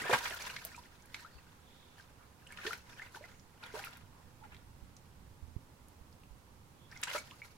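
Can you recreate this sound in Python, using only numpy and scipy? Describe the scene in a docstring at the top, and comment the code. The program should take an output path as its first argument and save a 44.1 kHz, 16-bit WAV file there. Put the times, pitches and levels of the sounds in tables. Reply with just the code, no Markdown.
"""A dog in a paddling pool

A dog wades and paws in a shallow inflatable pool beside a wooden fence, a few metres away.
Its strokes slap the surface, trap ringing air bubbles and throw a spray that patters back.
Behind it lie the quiet hum of a back yard and a light breeze that thuds on the microphone."""
import sys
import numpy as np
from scipy import signal
from scipy.fft import rfft, irfft, next_fast_len
from scipy.io import wavfile
from scipy.ndimage import map_coordinates

SR = 44100
rng = np.random.default_rng(int(sys.argv[2]) if len(sys.argv) > 2 else 0)


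def materialize(psi):
    """Save the field psi as 16-bit PCM at rate SR to the path in sys.argv[1].

    A 1-D psi becomes a single channel; in a 2-D psi each row is a channel.
    """
    bounded = np.clip(np.atleast_2d(psi).T, -1, 1)
    quanta = np.round(bounded * 32767).astype(np.int16)
    wavfile.write(sys.argv[1], SR, quanta)


N = 333837


def amp(db):
    """Turn decibels into a gain."""
    return 10 ** (np.asarray(db) / 20)


def unit(x):
    """Scale a sound so that its average level (rms) is 1."""
    return x / np.sqrt(np.mean(x ** 2) + 1e-20)


def along(points, hz):
    """Read a table of (pitch_hz, value) rows at any pitch, on a log scale."""
    pitches, values = np.transpose(points)
    return np.interp(np.log(hz + 1), np.log(pitches + 1), values)


def wobble(per_s):
    """A smooth curve through per_s random points a second."""
    points = rng.standard_normal(int(N * per_s / SR) + 4)
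    return map_coordinates(points, [np.arange(N) * per_s / SR])


def filtered(x, gain_at):
    """Turn each frequency of x up or down by gain_at(hz)."""
    n = x.shape[-1]
    padded = next_fast_len(n + 4096)
    return irfft(rfft(x, padded) * gain_at(np.fft.rfftfreq(padded, 1 / SR)), padded)[..., :n]


def hump(centre_hz, width_hz):
    """A filter that favours the pitches around a centre."""
    return lambda hz: 1 / (1 + (2 * (hz - centre_hz) / width_hz) ** 2)


def edge(ratio):
    """The gain of a steep filter that closes as the ratio passes 1."""
    return 1 / np.sqrt(1 + ratio ** 8)


def sides(left_over_right_db):
    """Left and right gains for a level difference."""
    gains = amp(np.array([[.5], [-.5]]) * left_over_right_db)
    return gains / gains.mean(axis=0)


def spread(pair, likeness):
    """Blend two unrelated signals into left and right: likeness 1 is identical, 0 is unrelated."""
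    turn = lambda hz: np.arccos(np.clip(along(likeness, hz), -1, 1)) / 2
    mid, side = filtered(pair, lambda hz: np.array([np.cos(turn(hz)), np.sin(turn(hz))]))
    return np.array([mid + side, mid - side])


def coloured(pair, tone, likeness):
    """Stereo sound of level 1, shaped by a tone table."""
    return unit(spread(filtered(pair, lambda hz: amp(along(tone, hz))), likeness))


def add(track, start_s, sound):
    """Mix a stereo sound into the track."""
    start = max(0, round(start_s * SR))
    track[:, start:start + sound.shape[1]] += sound[:, :max(0, N - start)]


def ring(t, hz, fade_s, rise, attack_s):
    """A bubble's tone, rising as it nears the surface. Here and below, fade_s is the time to drop 60 dB."""
    cycles = hz * (t + rise * t * t / (2 * fade_s))
    return np.sin(2 * np.pi * cycles) * amp(-60 * t / fade_s) * (1 - np.exp(-t / attack_s))


# How the breeze grows and eases: time_s, relative_level_db
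BREEZE_LEVELS = [(0.3, -63.5), (1.92, -65.5), (4.71, -60.5), (5.18, -61.5), (5.36, -59), (5.75, -63.5),
                 (7.16, -63), (7.57, -65)]
# The tone of each steady noise: pitch_hz, relative_level_db
BREEZE_TONE = [(20, -1), (35, -15), (60, 0.5), (100, -0.5), (160, -5.5), (250, -10), (400, -28),
               (800, -47.5)]
HUM_TONE = [(100, -18), (250, 1), (380, 0), (500, 1), (650, -4), (820, -0.5), (940, 0.5), (1100, -2),
            (2000, -11.5), (3500, -17), (8000, -21)]
HISS_TONE = [(800, -20), (2000, 4), (4000, 3), (8000, 0.5), (12000, -2), (15500, -11.5)]
# How alike the yard sounds on the left and right: pitch_hz, likeness
YARD_LIKENESS = [(50, 0.91), (130, 0.86), (290, 0.8), (640, 0.33), (1400, 0), (15000, 0)]

def background():
    """Breeze rumbling on the microphone, the far hum of the neighbourhood and a thin hiss."""
    breeze_db = np.interp(np.arange(N) / SR, *np.transpose(BREEZE_LEVELS))
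    noise = lambda tone: coloured(rng.standard_normal((2, N)), tone, YARD_LIKENESS)
    breeze = amp(breeze_db + 2.12 + 0.9 * wobble(7.9)) * noise(BREEZE_TONE) * sides(-5)
    hum = amp(-65 + 0.28 * wobble(2.4)) * noise(HUM_TONE) * sides(-4)
    hiss = amp(-72) * noise(HISS_TONE) * sides(-3.5)
    return breeze + hum + hiss


# One paw on the pool floor, then gusts: start_s, pitch_hz, level_db, fade_s, left_over_right_db
LOW_THUDS = [(0.134, 123, -33, 0.074, -3), (1.352, 63, -48, 0.14, 20), (4.824, 55.5, -44, 0.11, -28),
             (5.425, 73, -36.5, 0.093, -34), (5.477, 81, -46, 0.18, -22), (5.564, 90, -26, 0.028, -30),
             (6.011, 69.6, -41.5, 0.054, -16), (6.307, 49, -47, 0.23, -21)]

def thuds(puff=0.17, attack_s=0.0015):
    """A paw on the floor or a gust on the microphone gives a few slow swings and a dull puff."""
    track, t = np.zeros((2, N)), np.arange(SR // 4) / SR
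    for start_s, hz, db, fade_s, pan_db in LOW_THUDS:
        air = unit(filtered(rng.standard_normal(len(t)), lambda f: 1 / (1 + (f / 280) ** 4)))
        push = np.sin(2 * np.pi * hz * t) + puff * air
        shape = amp(-60 * t / fade_s) * (1 - np.exp(-t / attack_s))
        add(track, start_s, amp(db) * sides(pan_db) * push * shape)
    return track


# Faint swishes, some almost whistling: start_s, length_s, pitch_hz, width_hz, relative_level_db
FAINT_SWISHES = [(1.14, 0.14, 4100, 500, -71), (1.14, 0.12, 1800, 400, -64), (1.29, .13, 4430, 600, -71.5),
                 (1.576, 0.44, 3550, 700, -71), (2.161, 0.13, 1170, 700, -67.5),
                 (2.841, .17, 5600, 1800, -69.5), (3.283, 0.19, 6740, 600, -77),
                 (4.099, .14, 940, 300, -68), (4.407, .07, 864, 110, -58.5), (6.76, 0.18, 3350, 450, -74)]

def swishes():
    """Thin bands of hiss swell and fade between the splashes."""
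    track = np.zeros((2, N))
    for start_s, length_s, hz, width_hz, db in FAINT_SWISHES:
        n = int(length_s * SR)
        hiss = unit(filtered(rng.standard_normal((2, n)), hump(hz, width_hz)))
        swell = np.sin(np.pi * np.arange(n) / n)
        add(track, start_s, amp(db + 2.5) * sides(-5) * hiss * swell)
    return track


# How long the echo of fence and house lasts: pitch_hz, fade_s
ECHO_FADES = [(200, 0.29), (1500, 0.22), (5000, 0.36), (14000, 0.051)]
# How alike the water and its echo sound on the left and right: pitch_hz, likeness
WATER_LIKENESS = [(200, 1), (700, 0.55), (1400, 0.4), (3100, 0.092), (7000, 0.046), (15000, 0.057)]

def echoes(x, early_db=-10, tail_db=-15, spread_s=.02, count=8):
    """Pool walls and fence throw back a few quick copies, then a faint tail."""
    hz, t, bands = signal.stft(rng.standard_normal((2, SR // 3)), SR, nperseg=256)
    fading = amp(-60 * t / along(ECHO_FADES, hz)[:, None])
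    tail = signal.istft(bands * fading, SR, nperseg=256)[1]
    response = amp(tail_db) * np.pad(tail / np.linalg.norm(tail[0]), ((0, 0), (SR // 100, 0)))
    for channel in response:
        delays = ((.002 + spread_s * rng.random(count)) * SR).astype(int)
        channel[delays] += amp(early_db) * rng.choice([-1, 1], count) / np.sqrt(count)
    return signal.fftconvolve(x, spread(response, WATER_LIKENESS), axes=1)[:, :N]


def stray_drops(spray_db, low_hz=2480, high_hz=11600, scatter_db=8, fall_s=.015, count=260):
    """Rows for drips(): drops flung at random, louder (up to a limit) when more spray is flying."""
    when, pitch, lightness = rng.random((count, 3)).T
    hz = low_hz * (high_hz / low_hz) ** pitch
    heaviest_db = np.minimum(spray_db[(when * N).astype(int)] + 12, -36)
    return np.transpose([when * N / SR + fall_s, hz, heaviest_db - scatter_db * lightness])


# The loudest drops landing on water, vinyl and fur: start_s, pitch_hz, relative_level_db
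LOUD_DROPS = [(0.3074, 2960, -36.5), (0.3478, 13400, -39), (0.4235, 6100, -33.5), (0.5653, 2530, -38),
              (0.6504, 12900, -27), (0.7645, 7350, -44), (1.0228, 6660, -51.5), (1.0583, 10500, -51),
              (1.1452, 2140, -32.5), (2.4686, 2820, -47), (2.4733, 7400, -49.5), (2.5239, 9150, -43.5),
              (2.5738, 2780, -49), (2.732, 2130, -35), (3.1586, 3400, -46), (3.3969, 5400, -51),
              (3.6383, 3620, -40), (3.84, 2400, -33), (3.8475, 12200, -36.5), (3.9717, 12400, -47.5),
              (4.5665, 3700, -51), (4.9667, 6160, -45.5), (5.884, 10300, -50.5), (6.1276, 4870, -56),
              (6.2357, 2750, -54), (6.9148, 5030, -47), (6.9745, 5700, -43), (7.0159, 11400, -41),
              (7.035, 2380, -29), (7.0355, 7400, -23.5), (7.1871, 7300, -37), (7.311, 2900, -41.5)]

def drips(rows, cycles=14, splatter_db=-12, splatter_fade_s=0.029):
    """A drop smacks for a few cycles, then its splatter scatters for a moment."""
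    track, t = np.zeros((2, N)), np.arange(SR // 20) / SR
    for start_s, hz, db in rows:
        left_right_hz = hz * np.exp(0.024 * rng.standard_normal((2, 1)))
        smack = ring(t, left_right_hz, cycles / hz, rise=0, attack_s=0.61 / hz)
        noise = filtered(rng.standard_normal((2, len(t))), hump(hz, 0.83 * hz))
        shape = amp(splatter_db - 60 * t / splatter_fade_s) * (1 - np.exp(-t * hz / 2))
        splatter = unit(spread(noise, WATER_LIKENESS)) * shape
        add(track, start_s, amp(db + 2) * (smack / np.abs(smack).max() + splatter))
    return track


# A leg sweeping through the water: start_s, length_s, bubbling_db, spray_over_bubbling_db
LEG_STROKES = [(0.0, 0.0071, -39, -7.5), (0.055, 0.097, -40.5, -13.5), (0.121, 0.55, -39.5, -4.5),
               (0.422, 0.087, -45, -6.5), (0.583, 0.23, -57, -1.5), (1.145, .06, -56.5, -2.5),
               (1.985, 0.0082, -60, -6.5), (2.511, .05, -56, -10), (2.586, 0.086, -50, -11),
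               (2.666, 0.077, -51, -2.5), (2.872, 0.14, -58.5, -9), (2.993, 0.063, -53, -11),
               (3.146, 0.008, -57.5, 0), (3.224, 0.094, -60, -7.5), (3.633, 0.041, -51, -12),
               (3.75, 0.12, -48, -6), (3.917, 0.045, -54.5, -10), (4.527, 0.012, -58, -19),
               (6.93, 0.08, -58, -8), (7.066, 0.076, -47, -9), (7.14, 0.016, -45.5, 0.5),
               (7.226, 0.17, -62, -3), (7.445, .025, -63.5, -2)]

def stirring(swell_db_per_s=500, sag_db_per_s=34.5, settle_db_per_s=230):
    """Bubbling and spray levels: each stroke swells, sags while the leg moves, then settles to ripples."""
    bubbling, spray = np.zeros((2, N))
    for start_s, length_s, db, spray_over_db in LEG_STROKES:
        t = np.arange(N) / SR - start_s
        before, since, after = np.clip(-t, 0, 1), np.maximum(t, 0), np.maximum(t - length_s, 0)
        stroke = amp(-sag_db_per_s * since - settle_db_per_s * after)
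        ripples = amp(-28 - 5 * since)  # quiet lapping that lingers in the pool
        power = amp(db - swell_db_per_s * before) ** 2 * (stroke ** 2 + ripples ** 2)
        bubbling += power
        spray += power * amp(spray_over_db) ** 2
    return 10 * np.log10(bubbling), 10 * np.log10(spray)


def swarm(low_hz, high_hz, cycles, rise, scatter_db, count, samples):
    """Thousands of small bubbles ring at random moments; the higher ones die sooner."""
    when, pitch, life, strength = rng.random((4, count, 1))
    hz = low_hz * (high_hz / low_hz) ** pitch
    t = np.arange(samples) / SR
    fade_s = np.minimum(cycles * (.5 + life) / hz, samples / SR)
    gain = amp(scatter_db * np.minimum(-np.log(1 - strength), np.pi)) * hz / low_hz  # a few stand out
    plips = gain * ring(t, hz, fade_s, rise, attack_s=.5 / hz)
    where = (when * N).astype(int) + np.arange(samples)
    return unit(np.bincount(where.ravel(), plips.ravel(), N)[:N])


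# The tone of stirred water and of falling spray: pitch_hz, relative_level_db
BUBBLING_TONE = [(150, -50), (300, -20.5), (480, -2.5), (700, -6), (950, 2), (1180, -3), (1450, 4.5),
                 (2000, -0.5), (2800, -3.5), (3600, -7.5), (6000, -32)]
SPRAY_TONE = [(1500, -2.5), (3000, -8), (4200, 5.5), (7500, -1.5), (8500, -5), (11000, -3.5), (15500, -9.5)]

def churn(bubbling_db, spray_db):
    """Stirred water: low bubbling and the high patter of falling spray, both on a wash of noise."""
    froth = [swarm(350, 4000, cycles=46, rise=.1, scatter_db=3.2, count=2800, samples=1700)
             for _ in range(2)]
    drops = [swarm(3000, 15000, cycles=45, rise=.05, scatter_db=4.5, count=9000, samples=500)
             for _ in range(2)]
    froth = coloured(np.array(froth) + 2 * rng.standard_normal((2, N)), BUBBLING_TONE, WATER_LIKENESS)
    drops = coloured(np.array(drops) + 1.7 * rng.standard_normal((2, N)), SPRAY_TONE, WATER_LIKENESS)
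    clumps_db = 2.7 * wobble(90)  # water lands in clumps
    return amp(bubbling_db + clumps_db - 1) * froth + amp(spray_db + clumps_db) * drops


# The larger trapped bubbles: start_s, rough_pitch_hz, relative_level_db, pitch_rise (0.5 is half again)
BIG_BUBBLES = [(0.017, 1886, -32, 0.81), (0.094, 409, -29.5, 0.058), (0.111, 520, -24, 0),
               (0.127, 560, -29.5, 0.19), (0.131, 890, -22.5, 0), (0.136, 220, -47, 0.011),
               (0.136, 1560, -21, 0.33), (0.144, 956, -26, 0.092), (0.206, 930, -38, 0.17),
               (0.241, 1442, -39, 0.26), (0.259, 1750, -41, .44), (0.324, 1704, -35.5, .13),
               (0.358, 1360, -44, .32), (0.467, 1020, -45, 0.55), (0.563, 2050, -37.5, 0.71),
               (0.649, 643, -48.5, .46), (0.745, 1320, -48.5, .2), (0.746, 2380, -42.5, 0.45),
               (0.778, 950, -43, .26), (1.247, 1277, -41.5, 1), (1.998, 1605, -47, 0),
               (2.471, 2850, -49, 0.33), (2.505, 1730, -44, 0.17), (2.524, 2260, -44, 0.043),
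               (2.586, 1734, -42.5, 0.39), (2.649, 349, -38, 0.4), (2.665, 427, -37.5, 0.36),
               (2.667, 1800, -30.5, 0.15), (2.708, 1387, -31, 0.07), (2.73, 1494, -31.5, 0.069),
               (2.996, 1736, -38, 0.23), (3.019, 2100, -36.5, 0.17), (3.146, 1460, -41, 0.48),
               (3.17, 900, -41.5, 0.21), (3.208, 555, -46, 1.24), (3.24, 2050, -41, 0.045),
               (3.632, 1440, -44, 0.027), (3.635, 893, -46, 0.33), (3.739, 426, -39, 0.48),
               (3.75, 933, -40.5, 0.2), (3.766, 588, -40, 0.55), (3.796, 812, -41.5, 0.019),
               (3.839, 2470, -37, 0.14), (3.87, 1360, -38.5, 0.18), (4.437, 1370, -51.5, .2),
               (6.914, 1590, -53.5, 0.039), (6.962, 2130, -41.5, 0.13), (7.072, 1525, -34.5, 0.35),
               (7.11, 580, -43.5, 0.14), (7.113, 2140, -36, 0), (7.148, 602, -30, 0.053),
               (7.16, 1310, -31, 0.43), (7.18, 2270, -33.5, .12), (7.317, 1033, -49, 1.3),
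               (7.418, 2230, -37, 0.27)]

def bubbles(roughness=0.15, pinch_s=0.0048, waver=0.29):
    """Single plips and low gulps: loudest as the air pinches off, then shaken by the moving water."""
    track, t = np.zeros((2, N)), np.arange(SR // 5) / SR
    for start_s, hz, db, rise in BIG_BUBBLES:
        fade_s = .055 * (1000 / hz) ** 0.48 * (1 + .9 * rise)  # big or rising bubbles ring longer
        shake = unit(filtered(rng.standard_normal((3, len(t))), lambda f: 1 / (1 + (f * 6 / hz) ** 2)))
        shaken_t = t + waver * shake[2] / (2 * np.pi * hz)
        tone = ring(shaken_t, hz * .98, fade_s, rise, attack_s=1 / hz)  # big bubbles start softly
        tone *= (1 + 0.5 * np.exp(-t / pinch_s)) * np.minimum(t * hz, 1)
        flutter = 1 + roughness * shake[:2]
        add(track, start_s, amp(db - 2) * tone / np.abs(tone).max() * flutter)
    return track


# Paws and thrown water hitting the surface: start_s, pitch_hz, level_db, fade_s
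SURFACE_SLAPS = [(0.01, 219, -46, 0.1), (0.045, 650, -42.5, 0.07), (0.091, 860, -32, 0.06),
                 (0.125, 1340, -25, 0.081), (0.128, 210, -40, 0.057), (0.253, 1580, -36, 0.043),
                 (0.303, 480, -49, 0.086), (0.561, 2600, -41, 0.026), (1.142, 2370, -39.5, 0.022),
                 (2.571, 2140, -46.5, .025), (2.662, 2370, -37, 0.042), (2.729, 2040, -43.5, 0.02),
                 (3.145, 2700, -58, .043), (3.152, 570, -51, 0.045), (3.63, 1600, -65, 0.015),
                 (3.737, 620, -46, 0.094), (3.838, 2400, -60, 0.031), (4.432, 1390, -61, 0.11),
                 (4.544, 2230, -52, 0.013), (7.028, 2320, -35.5, .042), (7.072, 1700, -44.5, 0.067),
                 (7.111, 2150, -41, 0.021), (7.13, 2400, -42, 0.057), (7.147, 890, -38, 0.046),
                 (7.158, 1500, -41, 0.033)]

def slaps(attack_s=0.00065, band_ratio=1.73, fizz_db=-20, fizz_top_hz=9700):
    """Each hit is a short burst of spattering water, duller the bigger the mass of water."""
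    track, t = np.zeros((2, N)), np.arange(SR // 6) / SR
    for start_s, centre_hz, db, fade_s in SURFACE_SLAPS:
        low_hz, high_hz = centre_hz / band_ratio, centre_hz * band_ratio
        top = lambda hz: edge(hz / high_hz) + amp(fizz_db) * edge(hz / fizz_top_hz)
        band = lambda hz: edge(low_hz / (hz + 1)) * top(hz)
        burst = unit(spread(filtered(rng.standard_normal((2, len(t))), band), WATER_LIKENESS))
        shape = amp(-60 * t / fade_s) * (1 - np.exp(-t / (attack_s + 0.086 * fade_s))) ** 2
        add(track, start_s, amp(db) * burst * shape / shape.max())
    return track


# Which side of the microphone hears the water louder: pitch_hz, left_over_right_db
MIC_BALANCE = [(60, -13), (400, -3), (700, -6.5), (1300, 5), (2400, -2.5), (4400, -2.5), (8000, -1),
               (15000, 2)]

def scene():
    """The splashing water with its echoes, over the sounds of the yard."""
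    bubbling_db, spray_db = stirring()
    water = churn(bubbling_db, spray_db) + slaps() + bubbles()
    water += drips(LOUD_DROPS) + drips(stray_drops(spray_db))
    water = filtered(water, lambda hz: sides(along(MIC_BALANCE, hz)))
    return water + echoes(water) + swishes() + thuds() + background()


def record(dry, top_hz=15900):
    """The very highest treble is cut away."""
    return filtered(dry, lambda hz: hz < top_hz)


dry = scene()
out = record(dry)
materialize(out)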